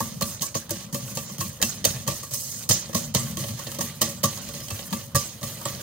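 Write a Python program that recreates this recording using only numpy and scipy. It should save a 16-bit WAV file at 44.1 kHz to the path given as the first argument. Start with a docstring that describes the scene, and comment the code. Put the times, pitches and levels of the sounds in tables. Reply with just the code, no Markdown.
"""Whisk wires clatter onto the wall of a steel bowl of thick sauce, then drag along it, about four times a second.
The wires are clusters of random clicks that also ring high modes, with passing squeaks and single flicks.
The damped shell rings briefly through its bending modes; the hand-held bowl thumps and rocks on the counter.
A steady low rumble lies beneath. Two close microphone ports listen."""
import sys
import numpy as np
from scipy import signal
from scipy.fft import rfft, irfft
from scipy.io import wavfile

SR = 44100
rng = np.random.default_rng(int(sys.argv[2]) if len(sys.argv) > 2 else 0)


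def decibels_to_gain(level_db):
    """Convert a level in decibels to a linear amplitude gain (20 dB per decade)."""
    exponent = np.asarray(level_db, float) / 20
    return 10 ** exponent


def transcribe(u):
    """Save the signal u as a 16-bit wav file named by the first command-line argument.

    u: samples, shape (n,) or (channels, n), limited to [-1, 1]; the rate is SR.
    q: integer samples, one column per channel.
    """
    v = np.clip(np.atleast_2d(u).T, -1, 1)
    q = np.round(v * 32767).astype(np.int16)
    wavfile.write(sys.argv[1], SR, q)


N = 257014

# wires landing on the wall, levels relative within each layer:
# (time [s], rattle level [dB], clack level [dB], lower shell level [dB], upper shell level [dB])
LANDINGS = [(0.0034, -14.5, -33.5, -37, -20.5), (0.2093, -17, -28.5, -27, -20),
            (0.221, -14, -20.5, -33, -23), (0.409, -23, -34, -38, -48), (0.419, -12, -32, -33, -41),
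            (0.4275, -25, -43, -50, -28), (0.5433, -26, -29.5, -54, -50), (0.5485, -16, -34, -18.5, -27.5),
            (0.6925, -23.5, -35, -46, -29), (0.7061, -13.5, -35, -20.5, -37), (0.9262, -21, -41, -40, -35),
            (0.9436, -15, -29.5, -25, -28), (1.1495, -16.5, -62, -64, -63),
            (1.171, -16.5, -27.5, -33, -27.5), (1.293, -35, -52, -39, -35.5), (1.3814, -25, -40, -40, -39),
            (1.4068, -14, -27, -32, -24), (1.5986, -39, -48, -24.5, -27), (1.615, -12.5, -24, -55, -24),
            (1.6248, -5.5, -18.5, -21, -17), (1.8421, -15, -21, -28.5, -26.5), (1.8497, -2, -16, -15, -33),
            (2.0655, -25, -36, -32, -30), (2.0763, -9.5, -25.5, -23, -20.5),
            (2.198, -25.5, -37.5, -46, -55), (2.229, -18.5, -34, -37.5, -34),
            (2.3088, -18, -39.5, -36, -41), (2.336, -11, -46.5, -42, -33), (2.6899, -1, -26, -25.5, -22),
            (2.6966, -17, -33, -21.5, -24.5), (2.7073, -21, -20.5, -28, -27),
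            (2.8914, -35, -55, -26.5, -37), (2.929, -24, -37, -35, -30.5), (2.9457, -7.5, -22, -20.5, -23),
            (3.1398, -19, -34, -41, -40), (3.148, -5, -15.5, -21.5, -23), (3.3697, -19, -31, -29, -30.5),
            (3.42, -29, -44, -44, -55), (3.438, -26, -29, -32, -56), (3.4842, -23.5, -29, -49, -55),
            (3.591, -22, -36, -48, -33), (3.6675, -25, -29, -29, -45), (3.716, -25, -37, -39, -39),
            (3.746, -23.5, -42, -55, -42), (3.7854, -19, -36, -24.5, -29), (3.8074, -12, -28, -31, -21.5),
            (4.0109, -14, -34, -16.5, -21), (4.015, -4, -16.5, -23, -21), (4.2314, -11.5, -23, -19, -24),
            (4.2375, -5.5, -21.5, -23.5, -15), (4.374, -23, -33, -36, -45), (4.415, -26, -45, -54, -54),
            (4.4876, -23, -48, -36.5, -44), (4.5357, -31, -33.5, -34, -57), (4.602, -29, -39, -37, -58),
            (4.682, -26, -35, -43, -57), (4.7033, -18.5, -28.5, -32, -28), (4.79, -27, -28, -41.5, -36),
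            (4.906, -26, -42, -47, -40), (4.927, -16, -24, -33, -20), (5.1467, -11.5, -28, -22.5, -17),
            (5.1527, -11.5, -27.5, -25.5, -18.5), (5.1587, -18, -34, -44, -27),
            (5.4113, -25, -41, -35, -38), (5.4289, -18.5, -28, -30, -29), (5.611, -28, -60, -45, -34),
            (5.6533, -16, -25, -23.5, -23)]
# strokes along the wall, long ones in several parts, each part lasting until the next;
# sag under 1 sinks early, over 1 holds and sinks late:
# (start [s], relative thump level [dB], first scrape level [dB], last scrape level [dB], sag [exponent])
STROKE_PARTS = [(0.0034, -29, -39.5, -53.5, 1.2), (0.214, -24, -38, -53.5, 3.2),
                (0.402, -32, -31.5, -54, 1.4), (0.5436, -26, -32.5, -61.5, 0.85),
                (0.6925, -35.5, -40, -63.5, 1.85), (0.9253, -28.5, -38.5, -46.5, 0.7),
                (1.059, -38, -43, -47, 1.7), (1.1526, -34, -38, -47, 0.51), (1.31, -42, -44.5, -59, 1.3),
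                (1.3825, -29.5, -37, -59, 1.24), (1.6231, -24.5, -32.5, -56, 1.4),
                (1.8471, -20.5, -27, -52.5, 0.71), (2.0709, -24, -34.5, -44.5, 0.97),
                (2.2284, -50, -45, -47.5, 0.37), (2.314, -42, -32, -40, 0.43), (2.62, -53, -41, -56, 0.73),
                (2.6886, -20.5, -17, -52, 0.63), (2.938, -21, -29, -57, 1.02),
                (3.145, -21.5, -26.5, -50, .7), (3.3694, -29.5, -39, -47, 1.1),
                (3.57, -39, -43.5, -46.5, 1.5), (3.6684, -37, -44, -55, 2.5),
                (3.7881, -26, -35.5, -54.5, 0.87), (4.012, -24, -30.5, -57.5, 1.03),
                (4.234, -23, -25.5, -44.5, 0.33), (4.42, -57, -43.5, -45, 1.2),
                (4.5353, -33, -42, -48, 0.81), (4.7005, -26, -43, -49.5, 1.2),
                (4.919, -25, -41, -62.5, 1.53), (5.1447, -22, -26, -56.5, 0.77),
                (5.42, -28, -38.5, -48.5, 0.57), (5.6519, -28, -39, -48, 1.2), (5.79, -54, -46.5, -59, 1.3)]
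# changes of rocking, treble, rub and hum within and between strokes:
# (time [s], rocking level [dB], extra treble [dB], extra rub [dB], extra shell hum [dB])
LAYER_CHANGES = [(0.0, -44, -4, -1, 3.5), (0.24, -37.5, -0.5, -1.5, 1), (0.52, -62, -6.5, -5.5, -5.5),
                 (0.7, -48.5, -7, 1.5, -5), (1.02, -42.5, 1.5, -1, 5.5), (1.62, -44.5, -2, -2, -6),
                 (1.8, -42, -6.5, 1, -13), (1.99, -40, -2.5, 4, 4.5), (2.28, -57, -4.5, -5.5, -3),
                 (2.41, -54, 0, -9, -16), (2.85, -45.5, -5.5, -1.5, -8.5), (3.01, -38, -4, -0.5, 3),
                 (3.14, -41.5, -8, -0.5, -1.5), (3.31, -34.5, -1.5, 0, 3.5), (3.63, -41, 1.5, 2.5, 3.5),
                 (4.05, -42.5, -3.5, 2.5, 0), (4.16, -43.5, -2, 0.5, 0.5), (5.07, -43.5, 0.5, 0.5, 1),
                 (5.2, -48.5, -3, -1.5, -6), (5.82, -43, 1, 4, 9)]
# click of steel on steel: (frequency [Hz], relative density [dB per Hz])
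CLICK_COLOUR = [(760, -10), (1300, -18.5), (1540, -21), (1860, -8.5), (2160, -13), (2450, -13.5),
                (3100, -8.5), (3440, -7), (5040, -6.5), (5660, -8), (6490, -2), (7610, -4), (11000, -10),
                (15000, -7.5), (15800, -1.5), (16500, -23)]
# high modes of wires and rim: (frequency [Hz], relative level [dB], decay to -60 dB [s])
WIRE_MODES = [(2677, -9, 0.098), (2817, -0.5, 0.0075), (3222, 2, 0.033), (3624, -10, 0.063),
              (4180, -7.5, 0.03), (4190, -0.5, 0.041), (4960, -10, 0.047), (5030, -1.5, 0.046),
              (6120, 6, 0.024), (6230, -4, 0.16), (6370, 7.5, 0.021), (6030, -7, 0.049), (6680, 2.5, 0.077),
              (7640, 7, 0.023), (7150, 12.5, 0.0099), (8200, -4, 0.041), (8530, -41, 0.02)]
# single wires flicking the wall: (time [s], level [dB], pitch [Hz])
WIRE_FLICKS = [(0.3476, -22, 6320), (0.3955, -26, 4050), (0.5442, -19, 5800), (0.7694, -34, 4560),
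               (1.0794, -32, 2650), (1.3094, -35, 5890), (2.6394, -25, 3890), (2.7794, -19, 6190),
               (2.8594, -25, 4600), (3.3094, -36, 5740), (4.4394, -33, 5740), (4.8294, -28, 4900),
               (5.7498, -24, 4930), (5.8144, -27, 6350)]
# bending modes of the shell: (frequency [Hz], relative level [dB], decay to -60 dB [s])
SHELL_MODES = [(332.2, -7, 0.14), (464, -5.5, 0.073), (562, 3, 0.099), (645, -5, 0.078),
               (791, -10.5, 0.067), (920, 2.5, 0.036), (1096, 1.5, 0.095), (1165.4, -0.5, 0.16),
               (1287, -4, 0.071), (1665, -5, 0.053), (1888, -7.5, 0.1)]
# bowl on the counter: (frequency [Hz], relative level [dB], decay to -60 dB [s])
COUNTER_MODES = [(62.6, -21, 0.4), (87.4, -5.5, 0.12), (104.6, -2, 0.16), (136.8, 0.5, 0.14),
                 (192.8, 0, 0.095), (225.7, -4.5, 0.21), (243.3, -10, 0.14)]
# room and counter hum: (frequency [Hz], relative density [dB per Hz])
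RUMBLE_COLOUR = [(15, -48), (25, -19), (129, 3.5), (216, -5), (388, -18.5), (565, -8), (706, -21),
                 (1160, -15), (1500, -26), (1950, -60), (3300, -120)]
# left-right level difference: (frequency [Hz], left minus right [dB])
LEFT_RIGHT_BALANCE = [(60, -2), (200, 2.5), (700, -1), (2400, -1), (4400, -6.5), (8200, -5), (8700, 1),
                      (15000, -2)]
# left-right phase difference, nearly vanishing at the top: (frequency [Hz], lead of the left [rad])
LEFT_RIGHT_PHASE = [(0, 0), (600, -0.2), (1030, -0.9), (1640, 0.1), (3010, -1.1), (4480, -1.2),
                    (5170, -1.3), (6120, -4.0), (6460, -2.1), (6890, -1.9), (7840, -2.1), (8180, -1.8),
                    (8440, -0.1), (16400, 0.1)]
# how alike left and right are, the top being mono: (frequency [Hz], correlation [0 to 1])
LEFT_RIGHT_LIKENESS = [(60, 1), (300, 0.91), (700, 0.5), (2000, 0.47), (8200, 0.32), (9600, 1), (11500, 1)]

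BITE_S = 0.024   # the scrape moves to its first level this long after a stroke or part starts
USUAL_SCRAPE_DB = -44
# layer settings at the usual scrape level [dB] and their change per dB of scrape;
# treble and rub count from the scrape, so negative slopes make them swing less than it does
TREBLE_DB, TREBLE_SLOPE = -4, -0.21
RUB_DB, RUB_SLOPE = -6, -0.38
HUM_DB, HUM_SLOPE = -49, 0.93
ROCKING_SLOPE = 0.36
# towards the end of each stroke or part of one, treble, rub and hum drop
END_S, END_TREBLE_DB, END_RUB_DB, END_HUM_DB = 0.042, -4, -1, -11.5


def rattle(times, blow_db, clack_db, scrape_db, bright_db, rub_db):
    """Wire contacts: a bare click each, the high modes ringing on, and coarser rubs below."""
    # wires arrive in loose clusters
    contacts = grains(9000, spread_db=4.0) * wander(2.44, step_s=0.004)
    # a short sharp crack, then a stronger, longer clatter
    crack = bursts(times, blow_db - 16, rise_s=0.0004, t60=0.016)
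    clatter = bursts(times, blow_db - 11, rise_s=0.0012, t60=0.078)
    landing = contacts * (crack + clatter)
    # heavier wires drive the lower modes
    clack = contacts * bursts(times, clack_db + 1, rise_s=0.00085, t60=0.059)
    # fine hiss of slips, stuttering slightly as wires catch and let go
    drag = grains(7000, spread_db=2.0) * decibels_to_gain(scrape_db + 3.5) * wander(0.52, step_s=0.007)
    rub = drag * decibels_to_gain(rub_db + 6.5) * wander(2.0, step_s=0.015)
    bright_drag = drag * decibels_to_gain(bright_db + 6.0) * wander(3.0, step_s=0.024)
    bright_landing = landing * wander(2.1, step_s=0.0074)

    # three bands, crossing near 4.5 and 8.5 kHz; top of hits and scrape, and low rub, wander further
    hz = np.fft.rfftfreq(N, 1 / SR)
    top = 1 / (1 + (8500 / (hz + 1)) ** 8)
    low = 1 / (1 + (hz / 4500) ** 8)
    middle = 1 - low - top
    hiss = rfft(drag) * middle + rfft(bright_drag) * top + rfft(rub) * low * decibels_to_gain(0.5)
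    hits = rfft(landing) * middle + rfft(bright_landing) * top * decibels_to_gain(-1.5)
    hits = hits + rfft(clack) * low * decibels_to_gain(4.0)
    colour = rms_one(decibels_to_gain(at_hz(CLICK_COLOUR, hz)))
    clicks = irfft((hits + hiss) * colour, N)

    lower_force = decibels_to_gain(-7) * clack + decibels_to_gain(-17.5) * rub
    upper_force = decibels_to_gain(-9.0) * landing + decibels_to_gain(-7.5) * drag
    lower = ring(lower_force, WIRE_MODES[:6], uneven_db=4.5, wander_s=0.017)
    upper = ring(upper_force, WIRE_MODES[6:], uneven_db=6.0, wander_s=0.018)
    ticks = grains(240, spread_db=3.0) * decibels_to_gain(scrape_db + rub_db - 5)
    return decibels_to_gain(0.5) * clicks + lower + upper + squeaks(decibels_to_gain(-16.0) * rub + ticks)


def squeaks(force):
    """Wires slipping on wet steel sing for a moment at passing pitches, some 22 cycles a ring."""
    pitches = [(hz, 0, 22.0 / hz) for hz in np.geomspace(1500, 8000, num=20)]
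    return ring(force, pitches, uneven_db=6.5, wander_s=0.027)


def flicks():
    """One wire ticks and rings at a pitch of its own, falling 60 dB in 25 cycles."""
    out = np.zeros((2, N + SR))
    t = np.arange(SR // 20) / SR
    # share: how much of the tick enters the part that differs between left and right
    shares = rng.uniform(-1.4, 1, len(WIRE_FLICKS))
    for (s, db, hz), share in zip(WIRE_FLICKS, shares):
        first = round(s * SR)
        tick = decibels_to_gain(db - 60 * t * hz / 25) * np.sin(2 * np.pi * hz * t)
        out[:, first:first + len(t)] += tick * [[1], [share]]
    return out[:, :N]


def shell(times, blow_db, upper_db, hum_db):
    """Sparser, softer pushes bend the wall; where a blow lands sets the share of the upper modes."""
    pushes = grains(2000, spread_db=2.5)
    hum = decibels_to_gain(hum_db - 3.5)
    lower = pushes * (bursts(times, blow_db + 7.0, rise_s=0.0033, t60=0.031) + hum)
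    upper = pushes * (bursts(times, upper_db + 5.5, rise_s=0.0021, t60=0.018) + hum * decibels_to_gain(-3.5))
    return (ring(lower, SHELL_MODES[:5], uneven_db=1.0, wander_s=0.04)
            + ring(upper, SHELL_MODES[5:], uneven_db=4.0, wander_s=0.045))


def thump(times, blow_db, rocking_db):
    """The whole bowl is knocked against the counter and rocks unevenly under the stroke."""
    rocking = grains(500, spread_db=4.5) * decibels_to_gain(rocking_db + 3.0)
    knocks = grains(1300, spread_db=0.5) * bursts(times, blow_db + 8.5, rise_s=0.00085, t60=0.051)
    return ring(rocking + knocks, COUNTER_MODES, uneven_db=3.0, wander_s=0.066)


def rumble():
    """Steady low hum of room and counter: coloured noise."""
    colour = rms_one(decibels_to_gain(at_hz(RUMBLE_COLOUR, np.fft.rfftfreq(N, 1 / SR))))
    return decibels_to_gain(-46.5) * irfft(rfft(rng.standard_normal((2, N))) * colour, N)


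def scrape_level():
    """Each stroke or part of one moves quickly to its first level, then sinks or drifts to its last."""
    start, _, first_db, last_db, sag = np.transpose(STROKE_PARTS)
    t = np.arange(N) / SR
    k = np.maximum(np.searchsorted(start, t) - 1, 0)   # part under way
    since = t - start[k] - BITE_S
    length = np.diff(start, append=N / SR)[k] - BITE_S
    progress = np.clip(since / length, 0, 1) ** sag[k]
    sinking = first_db[k] + (last_db - first_db)[k] * progress
    # the bite starts from where the part before it ended
    before_db = np.append(first_db[0], last_db[:-1])[k]
    return sinking + (first_db[k] - before_db) * np.clip(since / BITE_S, -1, 0)


def nearing_end():
    """Rises exponentially to 1 over the last moments before each next stroke or part starts."""
    start = np.append(np.array(STROKE_PARTS)[:, 0], 1e3)   # a far-off start follows the last part
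    t = np.arange(N) / SR
    return np.exp((t - start[np.searchsorted(start, t)]) / END_S)


def bursts(times, level_db, rise_s, t60):
    """Force envelope: each blow rises fast and dies away."""
    out = np.zeros(N + SR)
    t = np.arange(SR // 4) / SR
    shape = decibels_to_gain(-60 * t / t60) * (1 - np.exp(-t / rise_s))
    for s, db in zip(times, level_db):
        first = round(s * SR)
        out[first:first + len(t)] += decibels_to_gain(db) * shape
    return out[:N]


def grains(per_s, spread_db):
    """Two unrelated trains of random clicks of uneven size, rms 1."""
    sizes = decibels_to_gain(spread_db * np.minimum(rng.exponential(1, (2, N)), 4))
    sizes = sizes * rng.choice([-1, 1], (2, N))
    return rms_one(sizes * (rng.random((2, N)) < per_s / SR))


def ring(force, modes, uneven_db, wander_s):
    """Modes in parallel; the contact point travels, so each mode's strength wanders."""
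    out, power = 0, 0
    for k, (hz, level_db, t60) in enumerate(modes):
        strength = wander(uneven_db, wander_s)
        r = decibels_to_gain(-60 / (max(t60, 0.003) * SR))   # pole radius
        w = 2 * np.pi * hz / SR
        gain = decibels_to_gain(level_db) * (-1) ** k   # neighbours alternate in sign
        resonator = [0, gain * np.sin(w)], [1, -2 * r * np.cos(w), r * r]
        out = out + signal.lfilter(*resonator, force * strength + 1e-18)
        power += gain ** 2 / (2 * (1 - r * r))
    return out / np.sqrt(power)   # power gain about 1 before the wandering


def wander(spread_db, step_s):
    """A gain that strays at random, gliding to a new value every step."""
    knots = np.arange(1600) * step_s
    return decibels_to_gain(np.interp(np.arange(N) / SR, knots, spread_db * rng.standard_normal(len(knots))))


def at_hz(points, hz):
    """Read a table on a log-frequency axis."""
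    at, value = np.transpose(points)
    return np.interp(np.log(hz + 1), np.log(at + 1), value)


def rms_one(x):
    """Scale to rms 1."""
    return x / np.sqrt(np.mean(x ** 2) + 1e-20)


def left_and_right(common, apart):
    """Left and right share one part, the rest arrives in opposition; level and phase set them apart."""
    hz = np.fft.rfftfreq(N, 1 / SR)
    sign = np.array([[1], [-1]])   # left, right
    alike = np.clip(at_hz(LEFT_RIGHT_LIKENESS, hz), 0, 1)
    shared = np.sqrt((1 + alike) / 2) * rfft(common)
    opposed = sign * np.sqrt((1 - alike) / 2) * rfft(apart)
    turn = np.exp(sign * 0.5j * at_hz(LEFT_RIGHT_PHASE, hz))
    balance = decibels_to_gain(sign * at_hz(LEFT_RIGHT_BALANCE, hz) / 2)
    return irfft((shared + opposed) * turn * balance, N)


def scene():
    """Rattle, flicks, shell, thump and rumble, heard left and right."""
    blows, rattle_db, clack_db, shell_db, upper_db = np.transpose(LANDINGS)
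    part_starts, thump_db = np.transpose(STROKE_PARTS)[:2]
    s, *columns = np.transpose(LAYER_CHANGES)
    changes = [np.interp(np.arange(N) / SR, s, column) for column in columns]
    rocking_db, extra_treble_db, extra_rub_db, extra_hum_db = changes
    scrape_db = scrape_level()
    swing = scrape_db - USUAL_SCRAPE_DB
    ending = nearing_end()
    bright_db = TREBLE_DB + TREBLE_SLOPE * swing + extra_treble_db + END_TREBLE_DB * ending
    rub_db = RUB_DB + RUB_SLOPE * swing + extra_rub_db + END_RUB_DB * ending
    hum_db = HUM_DB + HUM_SLOPE * swing + extra_hum_db + END_HUM_DB * ending
    bowl = rattle(blows, rattle_db, clack_db, scrape_db, bright_db, rub_db)
    bowl = bowl + shell(blows, shell_db, upper_db, hum_db)
    bowl = bowl + thump(part_starts, thump_db, rocking_db + ROCKING_SLOPE * swing)
    common, apart = bowl + flicks() + rumble()
    return left_and_right(common, apart)


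def band_limit(x):
    """A steep low-pass at the top of the band."""
    return signal.sosfilt(signal.butter(12, 16820, fs=SR, output="sos"), x)


def record(dry):
    """The microphones cut the deep bass; the highest peaks are rounded and a steep cut removes the top."""
    bass_cut = signal.butter(3, 45, "high", fs=SR, output="sos")
    top_cut = signal.cheby2(12, 60, 16500, fs=SR, output="sos")   # 60 dB down from 16.5 kHz up
    x = signal.sosfilt(bass_cut, dry)
    rounded = 0.89 * np.tanh(x / 0.9)
    mix = signal.sosfilt(top_cut, rounded)
    return band_limit(mix)


dry = scene()
out = record(dry)
transcribe(out)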